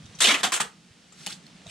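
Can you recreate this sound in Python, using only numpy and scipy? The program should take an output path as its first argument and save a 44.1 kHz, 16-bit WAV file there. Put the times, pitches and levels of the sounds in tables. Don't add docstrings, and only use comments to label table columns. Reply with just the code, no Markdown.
import sys
import numpy as np
from scipy import signal
from scipy.io import wavfile
from scipy.ndimage import uniform_filter1d

SR = 44100
rng = np.random.default_rng(int(sys.argv[2]) if len(sys.argv) > 2 else 0)


def wav_out(sig):
    wavfile.write(sys.argv[1], SR, np.round(np.clip(np.atleast_2d(sig).T, -1, 1) * 32767).astype(np.int16))


def boost(x):
    u = np.asarray(x, float) / 20
    return 10 ** u


N = 74970


def evened(x):
    return x / np.sqrt(np.mean(x ** 2) + 1e-20)


def read(points, hz):
    f, value = np.transpose(points)
    return np.interp(np.log(hz + 1), np.log(f + 1), value)


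def along(points, column=1):
    rows = np.array(points, float)
    return np.interp(np.arange(N) / SR, rows[:, 0], rows[:, column])


def colour(x, points):
    level_db = np.maximum(read(points, abs(np.fft.fftfreq(4096, 1 / SR))), -100)
    log_gain = np.log(boost(level_db))
    taps = np.fft.ifft(np.exp(np.conj(signal.hilbert(log_gain)))).real[:2048]
    return signal.oaconvolve(x, taps)[:N]


def resonate(x, hz, width_hz):
    turn = np.exp(2j * np.pi * np.cumsum(hz * np.ones(len(x))) / SR)
    r = np.exp(-np.pi * width_hz / SR)
    return 2 * (turn * signal.lfilter([1 - r], [1, -r], x / turn)).real


def wander(seconds):
    size = max(round(seconds * SR), 1)
    smooth = uniform_filter1d(rng.standard_normal(N), size)
    return evened(uniform_filter1d(smooth, size))


def slips(per_s, spread_db, clump_db):
    size_db = spread_db * np.minimum(rng.exponential(1, N), 3) + clump_db * wander(.002)
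    happens = rng.random(N) < per_s / SR
    return evened(boost(size_db) * happens * rng.choice([-1., 1.], N))


def background():
    # pitch_hz, level_db
    air_spectrum = [(24, -63), (45, -10.5), (93, -9), (242, -8), (600, -11.5), (1000, -15), (3600, -12.5),
                    (9200, -24), (12500, -49), (16000, -48)]
    # time_s, level_db
    air_level = [(0, -55.5), (.15, -54), (.66, -53), (.75, -61.5), (1.05, -59.5), (1.4, -56.5), (1.7, -54)]
    # time_s, level_db
    rumble_level = [(0, -51.5), (.19, -61.5), (.25, -52.5), (.7, -60), (.8, -60.5), (1.1, -64), (1.3, -55),
                    (1.7, -58)]
    rumble_hz, width_hz, lump_db, air_drift_db = 180.3, 57, 2.5, .8
    air, low = [], []
    for _ in range(2):
        hiss = evened(colour(rng.standard_normal(N), air_spectrum))
        air.append(boost(along(air_level) + air_drift_db * wander(0.0033)) * hiss)
        hum = resonate(rng.standard_normal(N), rumble_hz, width_hz)
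        low.append(resonate(hum, rumble_hz, 140))
    lumps = boost(along(rumble_level) + lump_db * wander(0.029))
    return np.array(air) + lumps * evened(np.array(low))


def shed(x, first_s):
    # pitch_hz, decay_s
    decay = [(200, 0.13), (800, 0.26), (3000, 0.19), (8000, 0.18), (14000, 0.18)]
    taps = np.zeros(SR // 2)
    at = np.arange(round(first_s * SR), SR // 2 - 20, 20)
    taps[at + rng.integers(0, 20, len(at))] = rng.choice([-1., 1.], len(at))
    hz, t, z = signal.stft(taps, SR, nperseg=256)
    fade = boost(-60 * t / read(decay, hz)[:, None])
    tail = signal.istft(z * fade, SR, nperseg=256)[1]
    return signal.fftconvolve(x, tail / np.linalg.norm(tail))[:N]


def pushes():
    # start_s, level_db, pitch_hz
    thuds = [(.0, -38.5, 158), (.03, -46, 95), (.046, -39.5, 105), (.05, -44, 190), (.092, -44, 108),
             (.124, -46, 195), (.147, -44, 160), (.183, -44, 150), (.61, -38, 152), (.8, -54, 166),
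             (.905, -48, 100), (1.2, -46, 158), (1.268, -38, 185), (1.331, -45.5, 148), (1.51, -47, 172),
             (1.548, -45, 185), (1.657, -41, 172), (1.672, -42, 105)]
    push_s = 0.026
    out, t = np.zeros(N + SR), np.arange(4000) / SR
    swell = t / push_s * 4 * np.exp(-4 * t / push_s)
    for s, db, hz in thuds:
        out[round(s * SR):][:len(t)] += boost(db + 6.5) * swell * np.sin(2 * np.pi * hz * t)
    return out[:N]


def wipe():
    # time_s, level_db, gap_mm
    hand_path = [(1.1, -63.5, 86), (1.17, -56.5, 110), (1.192, -51, 100), (1.22, -48.5, 150),
                 (1.255, -48.5, 78), (1.285, -45, 61), (1.298, -40, 78), (1.309, -35.5, 56),
                 (1.317, -42, 28), (1.326, -34.5, 24.6), (1.336, -45.5, 10.3), (1.39, -68, 8.9),
                 (1.645, -72, 28), (1.66, -59, 37), (1.685, -51, 32), (1.7, -43, 31)]
    # pitch_hz, level_db
    skin = [(180, -55), (300, -5), (900, -13.5), (1300, -4.5), (3600, -2), (6000, -4), (12300, -13.5),
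            (16000, -13)]
    landing_s = 1.27
    rub, at = colour(slips(12000, 0.84, .8), skin), np.arange(N)
    delay = along(hand_path, column=2) * 2e-3 / 343 * SR
    echo = .68 * np.where(at / SR > landing_s, 1, .25)
    trapped = sum((-echo) ** k * np.interp(at - k * delay, at, rub) for k in range(4))
    return boost(along(hand_path)) * evened(trapped * np.sqrt(1 - echo ** 2))


def fingers():
    # start_s, level_db
    snaps = [
        (1.2640, -22),
        (1.2681, -17.5),
    ]
    # start_s, level_db, pitch_hz, ring_s
    taps = [(0.056, -46, 5940, 0.026), (0.062, -42.5, 3680, 0.018), (.143, -44.5, 1025, 0.024),
            (0.147, -44.5, 6020, 0.086), (1.121, -49, 7280, 0.068), (1.122, -50, 1305, 0.05),
            (1.2634, -31, 3550, 0.019), (1.2686, -33, 7360, 0.01), (1.2686, -30.5, 803, 0.024),
            (1.273, -25, 2980, .02), (1.274, -32, 4320, .015), (1.281, -39, 503, 0.015),
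            (1.465, -40.5, 4290, 0.017), (1.466, -46, 12000, 0.012), (1.667, -35.5, 3770, 0.01),
            (1.668, -41.5, 6240, 0.016), (1.662, -41.5, 675, 0.027), (1.649, -54, 5000, .02),
            (1.678, -42, 3680, 0.012)]
    snap_s, tick_db = 0.003, -6
    out, t = np.zeros(N + SR), np.arange(4000) / SR
    for s, db in snaps:
        noise = np.convolve(rng.standard_normal(len(t) + 2), [1, 0, -1], "valid")
        single_wave = np.sin(2 * np.pi * 5500 * t) * (t < 1 / 5500)
        out[round(s * SR):][:len(t)] += boost(db - 60 * t / snap_s) * (.8 * noise + 2.05 * single_wave)
    for s, db, hz, ring_s in taps:
        noise = rng.standard_normal(len(t))
        body = boost(tick_db) * uniform_filter1d(noise, size=3)
        body += .6 * evened(resonate(noise, hz, 0.2 * hz))
        body += 1.1 * np.sin(2 * np.pi * hz * t)
        attack = np.minimum(t / (0.069 * ring_s), 1)
        out[round(s * SR):][:len(t)] += boost(db - 60 * t / ring_s) * attack * body
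    return out[:N]


def cracks():
    # start_s, level_db
    big_slips = [(0.2073, -10.9), (0.2166, -10.6), (0.2237, -6.7), (0.2346, -9.8), (0.2561, -8.9),
                 (0.2712, -8.3), (0.2746, -8.9), (0.2828, -10.1), (0.2867, -8.6), (0.2901, -9.7),
                 (0.3111, -10.4), (0.3143, -9.7), (0.3385, -16.4), (0.432, -13.4), (0.4502, -12.8),
                 (0.4726, -22.7), (0.5247, -14.8), (0.5307, -15.6), (0.5336, -15.2), (0.5477, -14.8),
                 (0.6007, -19.6), (0.6082, -13.5), (0.616, -15.7), (0.6272, -22.1)]
    crack_hz, crack_s, crack_db = 3600, .0016, 2
    out, t = np.zeros(N), np.arange(200) / SR
    for (s, db), (sign, detune) in zip(big_slips, rng.random((len(big_slips), 2))):
        ring = np.sin(2 * np.pi * crack_hz * (0.96 + 0.26 * detune) * t)
        fade = boost(db + crack_db - 60 * t / crack_s)
        out[round(s * SR):][:len(t)] += np.sign(sign - .5) * fade * ring
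    return out


def hollows(glue):
    # length_s, pitch_hz, level_db
    tones = [(0.021, 594, -36), (.03, 235, -32), (0.015, 1020, -30.5), (0.036, 2320, -20),
             (0.04, 3520, -27.5), (0.003, 2930, -19), (0.021, 2120, -27), (0.0064, 746, -24),
             (0.013, 760, -40.5), (0.05, 218, -39), (0.0028, 1530, -30), (0.0065, 1050, -31),
             (0.019, 363, -41), (0.0039, 1100, -42), (0.013, 220, -37.5), (0.022, 430, -48.5),
             (0.0045, 400, -29.5), (0.0066, 700, -28), (0.0042, 1200, -41), (0.0052, 3580, -25),
             (0.032, 3800, -25.5), (0.007, 8650, -23.5), (0.0057, 8070, -27.5), (0.0062, 7600, -40),
             (0.0095, 1292, -25.5), (0.026, 3220, -39), (0.0053, 1187, -30), (0.03, 272.5, -34),
             (0.013, 1043, -33), (0.0091, 3140, -26.5)]
    tone_starts = [.283, .275, .3, .28, .27, .343, .343, .438, .471, .432, .4315, .52, .525, .6, .6, .64,
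                   .246, .246, .246, .436, .208, .219, .604, .545, .29, .532, .61, .322, .436, .309]
    sharpness = 10.6
    steady, waver = .6, .022
    lead_s = .04
    out = np.zeros(N)
    for start, (length, hz, db) in zip(tone_starts, tones):
        first = round((start - lead_s) * SR)
        part = glue[first:first + 8192]
        t = np.arange(len(part)) / SR - lead_s
        drift = evened(uniform_filter1d(rng.standard_normal(len(part)), size=300))
        strays = hz * (1 + waver * drift)
        tone = resonate(part, strays, hz / sharpness)
        tone = resonate(tone, strays, 3 * hz / sharpness)
        tone = tone / (abs(signal.hilbert(tone)) + 0.12 * np.std(tone)) ** steady
        swell = np.clip(t / 0.0027, 0, 1) * boost(-1500 * np.maximum(t - length, 0))
        heard = (t > 0) & (t < length + .002)
        out[first:first + len(part)] += boost(db) * swell * tone / np.std(tone[heard])
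    return out


def tape():
    # hold_s, level_db, brightness_db, span_ring_db
    jerks = [(0.01, -44.5, 11.5, 7.5), (0.001, -39, 18, 7), (0.038, -17, 5.5, -1.5), (0.02, -19, 4.5, 8.5),
             (0.055, -18.5, 1.5, 4), (0.019, -27, -2.5, 5), (0.014, -24, 0.5, 2.5), (0.053, -31, -1, -2.5),
             (0.0073, -16, 2.5, -4), (0.017, -21, 3.5, 1), (0.024, -25.5, 0.5, -6.5), (0.023, -20.5, 5, -8),
             (0.023, -29.5, 11.5, -23), (0.016, -24, 1.5, -19), (0.0022, -19, -2, -13),
             (0.014, -23, 6.5, 0), (0.018, -39.5, -7, -4)]
    jerk_starts = [.187, .2028, .2046, .243, .268, .325, .342, .358, .4312, .437, .452, .5197, .54, .563,
                   .600, .6035, .622]
    # time_s, pitch_hz
    span_path = [(.2, 3540), (.236, 3920), (.246, 3100), (.262, 2560), (.278, 3380), (.3, 2760),
                 (.36, 2650), (.43, 3400), (.446, 3460), (.46, 2500), (.52, 2900), (.62, 2970)]
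    # pitch_hz, level_db
    film_spectrum = [(710, -20.5), (1200, -10), (2570, -4), (3660, -4), (5060, -11.5), (5610, -8),
                     (7680, -3.5), (8430, -6.5), (14500, -12.5)]
    # pitch_hz, level_db
    roll_spectrum = [(90, -43.5), (170, -14.5), (420, -1.5), (750, 0), (1200, 3.5), (1800, 2), (2500, -5.5),
                     (4000, -48)]
    span_db, film_db, roll_db = -7.5, -9.5, -7.5
    rise_s, let_go_db_per_s = .0006, -2000
    wake_s, wake_hz = .045, 480
    t = np.arange(N) / SR
    glue = slips(7000, 3.8, 1.4)
    span_hz = along(span_path)
    span = resonate(resonate(glue, span_hz, 990), span_hz, 4400)
    span = evened(signal.lfilter([1, -1], 1, span))
    film = evened(colour(slips(14000, 3.7, 0.7), film_spectrum))
    roll = evened(colour(glue, roll_spectrum))
    out = np.zeros(N)
    for start, (hold, db, bright_db, ring_db) in zip(jerk_starts, jerks):
        fade_db = let_go_db_per_s * np.maximum(t - start - hold, 0)
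        pull = np.clip((t - start) / rise_s, 0, 1) * boost(db + fade_db)
        rasp = boost(span_db + ring_db) * span + boost(film_db + bright_db) * film
        out += pull * (rasp + boost(roll_db - 0.74 * bright_db) * roll)
    thin = signal.sosfilt(signal.butter(4, wake_hz, "hp", fs=SR, output="sos"), out)
    awake = np.clip((t - jerk_starts[2]) / wake_s, 0, 1) ** 4
    return thin + awake * (out - thin) + hollows(glue)


def scene():
    # pitch_hz, level_db
    near_spectrum = [(60, -34), (130, -7.5), (220, -1.5), (9000, -0.5), (12000, -14), (14600, -15),
                     (15750, -20), (16000, -49)]
    # pitch_hz, level_db
    ports = [(60, -44), (110, -5.5), (200, -18.5), (380, -12), (700, -6), (1290, -2.5), (2380, -8),
             (4400, -9.5), (8120, -0.5), (15000, 1)]
    apart = .6
    shed_db, lean = -8, 0.068
    hand = fingers() + wipe() + cracks()
    near, other = colour(tape() + hand, near_spectrum), colour(tape(), near_spectrum)
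    paths = boost(-60 * np.arange(600) / SR / 0.0067) * rng.standard_normal((2, 600))
    paths = paths / np.linalg.norm(paths, axis=1)[:, None]
    alike = signal.oaconvolve(near, paths[0])[:N]
    different = other + signal.oaconvolve(colour(hand, near_spectrum), paths[1])[:N]
    scatter = np.sqrt(1 - apart) * alike + np.sqrt(apart) * different
    mid, side = background()
    mid = mid + pushes() + near + boost(shed_db) * shed(near, .004)
    side = side + scatter + boost(shed_db + 1.0) * shed(near, 0.0014)
    side = colour(side, ports) - lean * mid
    return np.array([mid + side, mid - side])


def roll_off(x):
    return signal.sosfilt(signal.butter(12, 16490, fs=SR, output="sos"), x)


def record(dry):
    # from_s, to_s
    narrow_spans = [
        (.212, .425),
        (.445, .475),
        (.533, .548),
    ]
    edge_hz, narrow_edge_hz, ceiling = 16400, 15050, .75
    soft = ceiling * np.tanh(dry / ceiling)
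    wide, narrow = [
        signal.oaconvolve(soft, signal.firwin(255, hz, window=("kaiser", 9), fs=SR)[None], "same")
        for hz in (edge_hz, narrow_edge_hz)]
    t = np.arange(N) / SR
    narrowing = sum(1. * ((t > a) & (t < b)) for a, b in narrow_spans)
    narrowing = uniform_filter1d(narrowing, size=200)
    return roll_off(wide + narrowing * (narrow - wide))


dry = scene()
out = record(dry)
wav_out(out)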